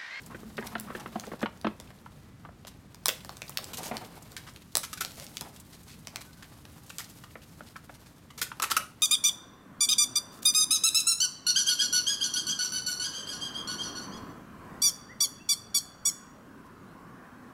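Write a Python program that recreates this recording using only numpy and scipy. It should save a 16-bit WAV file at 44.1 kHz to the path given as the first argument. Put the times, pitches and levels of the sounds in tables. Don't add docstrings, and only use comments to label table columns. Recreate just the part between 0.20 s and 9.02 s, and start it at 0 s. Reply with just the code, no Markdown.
import sys
import numpy as np
from scipy import signal
from scipy.fft import rfft, irfft, next_fast_len
from scipy.io import wavfile
from scipy.ndimage import map_coordinates

SR = 44100
rng = np.random.default_rng(int(sys.argv[2]) if len(sys.argv) > 2 else 0)


def generate_wav(sig):
    pcm = np.round(np.clip(np.atleast_2d(sig).T, -1, 1) * 32767).astype(np.int16)
    wavfile.write(sys.argv[1], SR, pcm)


N = 388962

# t/s, crack level/dB, brightness f/Hz, knock level/dB
SHELL_SNAPS = [(0.5989, -36, 8200, -72), (0.998, -38, 4860, -63), (1.068, -48, 4100, -62),
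               (1.2072, -49, 5040, -67), (1.4138, -48.5, 4830, -68), (1.6006, -44, 5150, -49),
               (1.7051, -56, 2300, -52), (2.4498, -51, 3520, -49), (2.746, -48, 5430, -56),
               (2.8579, -21.5, 6050, -32), (2.8833, -22.5, 8400, -35.5), (2.8897, -23, 2900, -34),
               (3.048, -45, 5750, -48), (3.0935, -42.5, 4120, -40.5), (3.1695, -45, 6700, -58),
               (3.2191, -36, 3100, -44), (3.295, -39.5, 9100, -47), (3.3732, -26, 5560, -67),
               (3.3885, -70, 3800, -42), (3.443, -38.5, 6350, -66), (3.769, -34, 3970, -52),
               (4.1192, -49.5, 6270, -71), (4.1666, -39, 4170, -68), (4.3616, -46.5, 4100, -71),
               (4.5538, -21.5, 6000, -34.5), (4.5703, -21.5, 9500, -36.5), (4.8491, -32.5, 4400, -47),
               (4.919, -49, 5070, -70), (4.999, -41.5, 4900, -59), (5.0667, -44.5, 4570, -64),
               (5.17, -33, 4170, -71), (5.2104, -34, 5470, -57), (5.872, -37.5, 4960, -48),
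               (5.9592, -33.5, 4200, -45), (6.7844, -33.5, 6350, -66)]
# t/s, length/s, splinter level/dB, hollow level/dB, hollow f/Hz
SHELL_CRUNCHES = [(0.467, 0.0056, -40, -49, 1500), (0.797, 0.01, -49.5, -46.5, 1320),
                  (1.218, 0.0085, -48, -58, 1300), (2.469, 0.014, -46.5, -50.5, 1230),
                  (3.533, 0.014, -40, -46, 1080), (3.571, 0.015, -38, -68, 1190),
                  (3.631, 0.027, -41.5, -49, 1100), (4.165, 0.014, -46.5, -44, 1800),
                  (4.267, 0.029, -55, -49.5, 1370), (4.632, 0.014, -37.5, -41, 1400),
                  (4.73, 0.0078, -37, -39, 1320), (4.773, 0.0095, -45.5, -44.5, 1600),
                  (4.806, 0.015, -32, -33, 1530), (4.97, 0.053, -51.5, -69, 1700),
                  (5.361, 0.0089, -50.5, -62, 1400), (5.526, 0.02, -54.5, -59.5, 1390),
                  (5.678, 0.048, -54, -61, 1500), (6.008, 0.011, -47, -51, 1350),
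                  (6.224, 0.0091, -54, -48, 1260), (6.451, 0.0043, -53, -49, 1230),
                  (6.701, 0.0062, -46.5, -42.5, 1200), (6.786, 0.025, -42, -44.5, 1400),
                  (7.037, 0.011, -56, -47.5, 1350), (7.463, 0.017, -56.5, -66, 1400),
                  (7.747, 0.0072, -56, -60, 1400), (7.86, 0.014, -58, -59, 1670),
                  (8.103, 0.0085, -58, -49.5, 1370), (8.177, 0.015, -43, -49.5, 1360),
                  (8.215, 0.014, -29, -33, 1466), (8.3982, 0.0027, -36, -27, 1290),
                  (8.421, 0.008, -27.5, -27.5, 1290), (8.434, 0.011, -32.5, -28, 1280),
                  (8.501, 0.009, -37, -36, 1290), (8.5112, 0.01, -26.5, -26.5, 1320),
                  (8.5657, 0.0094, -25, -21, 1325)]
# f/Hz, level/dB
SPLINTER_SPECTRUM = [(100, -24), (350, 0), (750, -11), (2000, -0.5), (2800, 2), (4300, 4.5), (6000, 7),
                     (10000, 3.5), (14000, 2), (16000, -14.5)]
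# f/Hz, width/Hz, level/dB
HOLLOW_MODES = [(990, 120, -19.5), (1338, 116, 6), (1416, 107, 5), (1526, 150, -1.5), (2400, 250, -9.5),
                (2700, 160, -2.5)]
# t/s, knock level/dB, knock f/Hz, clack level/dB, clack f/Hz
PAIL_BLOWS = [(0.146, -43.5, 362, -44.5, 1640), (0.232, -47, 352, -56, 1280), (0.38, -38.5, 410, -37, 1440),
              (0.387, -36, 398, -39.5, 1600), (0.425, -51, 560, -43, 1700),
              (0.5524, -37.5, 700, -33.5, 1390), (0.702, -44.5, 470, -43, 1240),
              (0.75, -39.5, 450, -38.5, 1610), (0.859, -44.5, 458, -40.5, 1250),
              (0.956, -32.5, 690, -41.5, 1130), (1.037, -48, 870, -45, 1350),
              (1.074, -39.5, 485, -67, 1140), (1.117, -40, 430, -44.5, 1330), (1.135, -39, 410, -47, 1210),
              (1.215, -43, 786, -48, 1720), (1.2293, -29, 480, -34, 1430), (1.2591, -50, 830, -32.5, 1080),
              (1.4453, -30, 604, -34.5, 1500), (1.468, -32.5, 410, -32, 1120), (1.861, -60, 740, -46, 1070),
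              (2.25, -52.5, 740, -45.5, 1110), (2.288, -51, 523, -54, 1180), (7.155, -46, 576, -46, 1410),
              (7.407, -48, 580, -46, 1370), (7.558, -58, 920, -42, 1220), (7.694, -47.5, 600, -48.5, 1460),
              (8.3164, -56, 970, -38.5, 1200)]
PAIL_MODE_WIDTHS = [26, 45, 270, 480, 1200]
# t/s, length/s, level/dB, rasp f/Hz
LUNGES = [(0.099, 0.038, -51.5, 1070), (0.411, 0.073, -50.5, 910), (0.515, 0.025, -50, 1000),
          (0.671, 0.055, -49.5, 1270), (0.775, 0.052, -52.5, 820), (3.582, 0.024, -46.5, 780),
          (3.655, 0.012, -46, 786), (3.711, 0.0085, -34.5, 740), (3.737, 0.026, -44, 850),
          (3.811, 0.036, -48.5, 766), (3.962, 0.021, -55, 795), (4.978, 0.06, -57, 600),
          (5.213, 0.005, -44.5, 900), (5.249, 0.025, -50, 820), (5.92, 0.076, -58.5, 756),
          (8.569, 0.047, -54.5, 596)]
# f/Hz, level/dB
SLAP_SPECTRUM = [(60, -17), (160, 5.5), (400, -1.5), (1200, -4.0), (2200, -8.0), (4000, -21), (9000, -48)]
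# t/s, drag level/dB, grit level/dB
SLIDE_LEVELS = [(0.0, -57.5, -60.5), (0.44, -56, -57), (0.59, -54, -58.5), (1.1, -52, -58),
                (1.25, -60, -66.5), (1.79, -60, -64), (2.26, -65.5, -71), (2.82, -64, -69),
                (3.0, -59.5, -60), (3.54, -52.5, -53.5), (3.71, -49.5, -51), (3.91, -55.5, -59),
                (4.32, -61, -60.5), (4.59, -73, -63), (4.72, -56.5, -53.5), (5.08, -58.5, -54),
                (5.4, -64.5, -60), (6.46, -62.5, -61.5), (6.76, -61.5, -55), (7.1, -65, -60),
                (8.15, -62.5, -64.5), (8.45, -57, -59.5), (8.67, -65.5, -63.5), (8.82, -61, -67)]
# f/Hz, level/dB
DRAG_SPECTRUM = [(100, -4), (250, -0.5), (450, 4), (850, -1), (1500, -5.5), (2500, -11), (5000, -16),
                 (12000, -48)]
GRIT_SPECTRUM = [(500, -7.5), (1800, -8), (3700, -2), (6000, -1), (10000, -2.5), (14000, -4.5),
                 (16000, -14)]
# f/Hz, level/dB
RUMBLE_SPECTRUM = [(20, -23), (35, -14), (55, -2), (90, -0.5), (160, 1), (230, -4), (320, -11), (500, -21),
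                   (1200, -57)]
HUSH_SPECTRUM = [(100, 1), (400, 0.5), (1200, 3.5), (3000, -6), (8000, -10.5), (15000, -25)]
# t/s, length/s, start f/Hz, end f/Hz, level/dB
FAR_WHISTLES = [(1.9, 0.48, 1960, 2050, -79), (6.05, 0.077, 1514, 1510, -65), (6.12, 0.21, 1520, 1510, -71),
                (6.26, 0.17, 1230, 1055, -71)]
# f/Hz, level/dB
HUM_TONES = [(237, -69), (296, -68.5)]
# f/Hz, time to fall 60 dB/s
PEN_DECAY = [(150, 0.087), (600, 0.31), (1400, 0.29), (4000, 0.3), (10000, 0.3), (16000, 0.16)]
# f/Hz, gain/dB
PEN_COLOUR = [(200, 8.0), (900, 1), (1330, -0.5), (2200, 2.5), (3000, 0.0), (7000, -2.5), (14000, 0)]
# f/Hz, gain/dB
MIC_RESPONSE = [(300, 0.5), (500, -1), (1000, 0.5), (2400, 0.5), (4200, 0.5), (6000, -1), (7600, -0.5),
                (10000, 0), (15000, 1.5)]

T = np.arange(4096) / SR


def snaps():
    out = np.zeros(N)
    for s, crack_db, bright_hz, knock_db in SHELL_SNAPS:
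        steps = (rng.random(len(T)) < .2) * rng.choice([-1, 1], len(T)) * np.exp(-T / 0.00014)
        spike = unit(0.91 * (T == 0) + steps)
        fragments = rng.standard_normal(len(T)) * np.exp(-T / 0.0018)
        chatter = unit(shell_resonances(fragments, ripple_db=2.8))
        crack = ring(spike + amp(-1) * chatter, bright_hz, 0.83 * bright_hz)
        crack = filtered(crack, lambda f: 1 / (1 + (f / (3.04 * bright_hz)) ** 3))
        thrust = chatter + amp(-6) * spike
        body = ring(thrust, 580, 167) - amp(-3) * ring(thrust, 1170, 430)
        knock = ring(body, 470, 1800)
        add(out, s, amp(crack_db) * unit(crack, 0.0058) + amp(knock_db) * unit(knock, 0.0085))
    return out


def crunches():
    firm_db, tilt_per_db = -30, 0.0259
    clear_ring_db, damping_per_db = -15, 0.08
    out = np.zeros(N)
    for s, length, splinter_db, hollow_db, hollow_hz in SHELL_CRUNCHES:
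        squeeze = (1 - np.exp(-T / 0.00028)) * release(1.14 * length, .5 * length)
        fractures = squeeze * grains(len(T), spread_db=5)
        tilt = tilt_per_db * (splinter_db - firm_db)
        splinters = coloured(fractures, SPLINTER_SPECTRUM)
        splinters = filtered(splinters, lambda f: np.maximum(f / 2500, 1) ** tilt)
        splinters = unit(shell_resonances(splinters, ripple_db=1.3), length)
        load = fractures * release(0.83 * length, 0.0018)
        shift = hollow_hz / HOLLOW_MODES[1][0]
        damping = 0.5 + damping_per_db * max(clear_ring_db - hollow_db, 0)
        hollow = sum((-1) ** k * amp(db) * ring(load, shift * hz, damping * width)
                     for k, (hz, width, db) in enumerate(HOLLOW_MODES))
        hollow = unit(ring(hollow, 970, 2100)) * np.sqrt(length / T[-1])
        add(out, s, amp(splinter_db) * splinters + amp(hollow_db) * hollow)
    return out


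def shell_resonances(x, ripple_db):
    ripple = rng.standard_normal(64)
    return filtered(x, lambda f: amp(ripple_db * np.interp(f / 420, np.arange(len(ripple)), ripple)))


def pail_knocks(boom_hz):
    wall_hz, tick_hz = 338.5, 2800
    hard_blow_db = -30.5
    out = np.zeros(N)
    for s, knock_db, knock_hz, clack_db, clack_hz in PAIL_BLOWS:
        boom_db = -31 + 1.58 * (knock_db - hard_blow_db)
        tick_db = -37.5 + 1.6 * (clack_db - hard_blow_db)
        levels = [boom_db, boom_db - 4, knock_db, clack_db, tick_db]
        pitches = [boom_hz, wall_hz, knock_hz, clack_hz, tick_hz]
        for db, hz, width in zip(levels, pitches, PAIL_MODE_WIDTHS):
            rattle = rng.standard_normal(len(T)) * (1 - np.exp(-T / 0.000098)) * np.exp(-T / 0.0061)
            push = 4200 / hz * (T == 0)
            mode = ring(ring(push + rattle, hz, width), hz, 0.8 * hz)
            lowpass = signal.butter(3, min(2.3 * hz, 4500), fs=SR, output="sos")
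            add(out, s, amp(db) * unit(signal.sosfilt(lowpass, mode), 0.013))
    return out


def pail_rubbing(boom_hz):
    start_s, end_s, fade_s = 0.067, 0.95, 0.022
    t = np.arange(int(end_s * SR)) / SR
    hold = np.clip(np.minimum(t - start_s, end_s - t) / fade_s, 0, 1)
    friction = rng.standard_normal(len(t))
    boom = ring(ring(friction, boom_hz, PAIL_MODE_WIDTHS[0]), boom_hz, 0.29 * boom_hz)
    out = np.zeros(N)
    add(out, 0, amp(-52.5) * hold * unit(boom))
    return out


def scuffs():
    out = np.zeros(N)
    for s, length, db, hz in LUNGES:
        contact = (1 - np.exp(-T / 0.00073)) * release(0.99 * length, 0.007)
        judder = contact * grains(len(T), spread_db=1.5)
        slap = coloured(judder, SLAP_SPECTRUM)
        rasp = ring(ring(judder, hz, 250), hz, 1300)
        add(out, s, amp(db) * (unit(slap, length) + amp(-3) * unit(rasp, length)))
    return out


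def sliding():
    pops_per_s, lowest_hz, range_octaves = 8, 2300, 1.85
    s, drag_db, grit_db = np.transpose(SLIDE_LEVELS)
    t = np.arange(N) / SR
    jerks_db = 2.4 * wobble(55)
    drag = coloured(grains(N, spread_db=-0.5), DRAG_SPECTRUM)
    drag = unit(drag * amp(jerks_db + 2.5 * wobble(110)))
    grit = unit(coloured(grains(N, spread_db=3.5), GRIT_SPECTRUM)) * amp(jerks_db)
    for when, size, pitch in rng.random((int(pops_per_s * N / SR), 3)):
        burst = rng.standard_normal(len(T)) * np.exp(-T / 0.0077)
        hz = lowest_hz * 2 ** (range_octaves * pitch)
        pop = unit(ring(burst, hz, 0.49 * hz), 0.0093)
        add(grit, when * N / SR, amp(1.5 + 11.5 * size ** 2) * pop)
    return amp(np.interp(t, s, drag_db)) * drag + amp(np.interp(t, s, grit_db)) * unit(grit)


def near_wall(x, delay_s=0.0097, echo_db=-9, smear_s=0.0004):
    face = rng.standard_normal(len(T)) * np.exp(-T / smear_s)
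    out = x.copy()
    add(out, delay_s, amp(echo_db) * signal.fftconvolve(x, face / np.linalg.norm(face)))
    return out


def pen_reverb(x):
    out = np.zeros(N)
    step = SR // 10
    starts = range(0, N, step)
    hz, t, scatter = signal.stft(rng.standard_normal((len(starts), SR // 4)), SR, nperseg=256)
    decay = amp(-60 * t / along(PEN_DECAY, hz)[:, None]) * (1 - np.exp(-t / 0.00083))
    tails = signal.istft(scatter * decay, SR, nperseg=256)[1]
    for start, tail in zip(starts, tails):
        add(out, start / SR, signal.fftconvolve(x[start:start + step], tail / np.linalg.norm(tail)))
    return coloured(out, PEN_COLOUR)


def open_air(fall_db_per_s=0.41):
    level_db = -52 - fall_db_per_s * np.arange(N) / SR - 0.47 * wobble(8.5)
    rumble = amp(level_db) * unit(coloured(rng.standard_normal(N), RUMBLE_SPECTRUM))
    hush = amp(-65) * unit(coloured(rng.standard_normal(N), HUSH_SPECTRUM))
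    return rumble + hush


def far_hum():
    t = np.arange(N) / SR
    swell = amp(np.interp(t, [3.5, 5], [-9, 0]))
    return swell * sum(amp(db) * unit(np.sin(2 * np.pi * hz * t + .5 * wobble(2)))
                       for hz, db in HUM_TONES)


def far_whistles():
    out = np.zeros(N)
    for s, length, start_hz, end_hz, db in FAR_WHISTLES:
        size = int(length * SR)
        hz = np.linspace(start_hz, end_hz, size) + 250 * rng.standard_normal(size)
        phase = 2 * np.pi * np.cumsum(hz) / SR
        add(out, s, amp(db) * unit(signal.windows.tukey(size, .7) * np.sin(phase)))
    return out


def amp(db):
    return 10 ** (np.asarray(db) / 20)


def unit(x, seconds=None):
    head = x if seconds is None else x[:int(seconds * SR) + 1]
    return x / np.sqrt(np.mean(head ** 2) + 1e-20)


def along(points, hz):
    f, v = np.transpose(points)
    return np.interp(np.log(hz + 1), np.log(f + 1), v)


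def filtered(x, response):
    size = next_fast_len(len(x) + 1024, real=True)
    return irfft(rfft(x, size) * response(np.fft.rfftfreq(size, 1 / SR)), size)[:len(x)]


def coloured(x, spectrum):
    return filtered(x, lambda f: amp(along(spectrum, f)))


def ring(x, hz, width):
    return filtered(x, lambda f: 1j * f * width / (hz * hz - f * f + 1j * f * width))


def release(hold_s, decay_s):
    return np.exp(-np.maximum(T - hold_s, 0) / decay_s)


def wobble(rate):
    return map_coordinates(rng.standard_normal(int(N * rate / SR) + 4), [np.arange(N) * rate / SR])


def grains(size, spread_db):
    strength = np.repeat(rng.standard_normal(size // 14 + 1), 14)[:size]
    return unit(rng.standard_normal(size) * amp(spread_db * strength))


def add(track, s, sound):
    part = track[max(round(s * SR), 0):][:len(sound)]
    part += sound[:len(part)]


def scene():
    boom_hz = 216.7
    cracks = near_wall(snaps())
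    crush = crunches()
    pail = pail_knocks(boom_hz) + pail_rubbing(boom_hz)
    lunges = scuffs()
    walls = pen_reverb(amp(-9.5) * cracks + amp(-9) * crush + amp(-14) * pail + amp(-7.5) * lunges)
    feeding = cracks + crush + pail + lunges + walls + sliding()
    return (feeding + open_air() + far_hum() + far_whistles())[None]


def record(dry):
    top_hz = 16300
    return np.array([filtered(channel, lambda f: amp(along(MIC_RESPONSE, f)) * (f < top_hz))
                     for channel in dry])


dry = scene()
out = record(dry)
generate_wav(out)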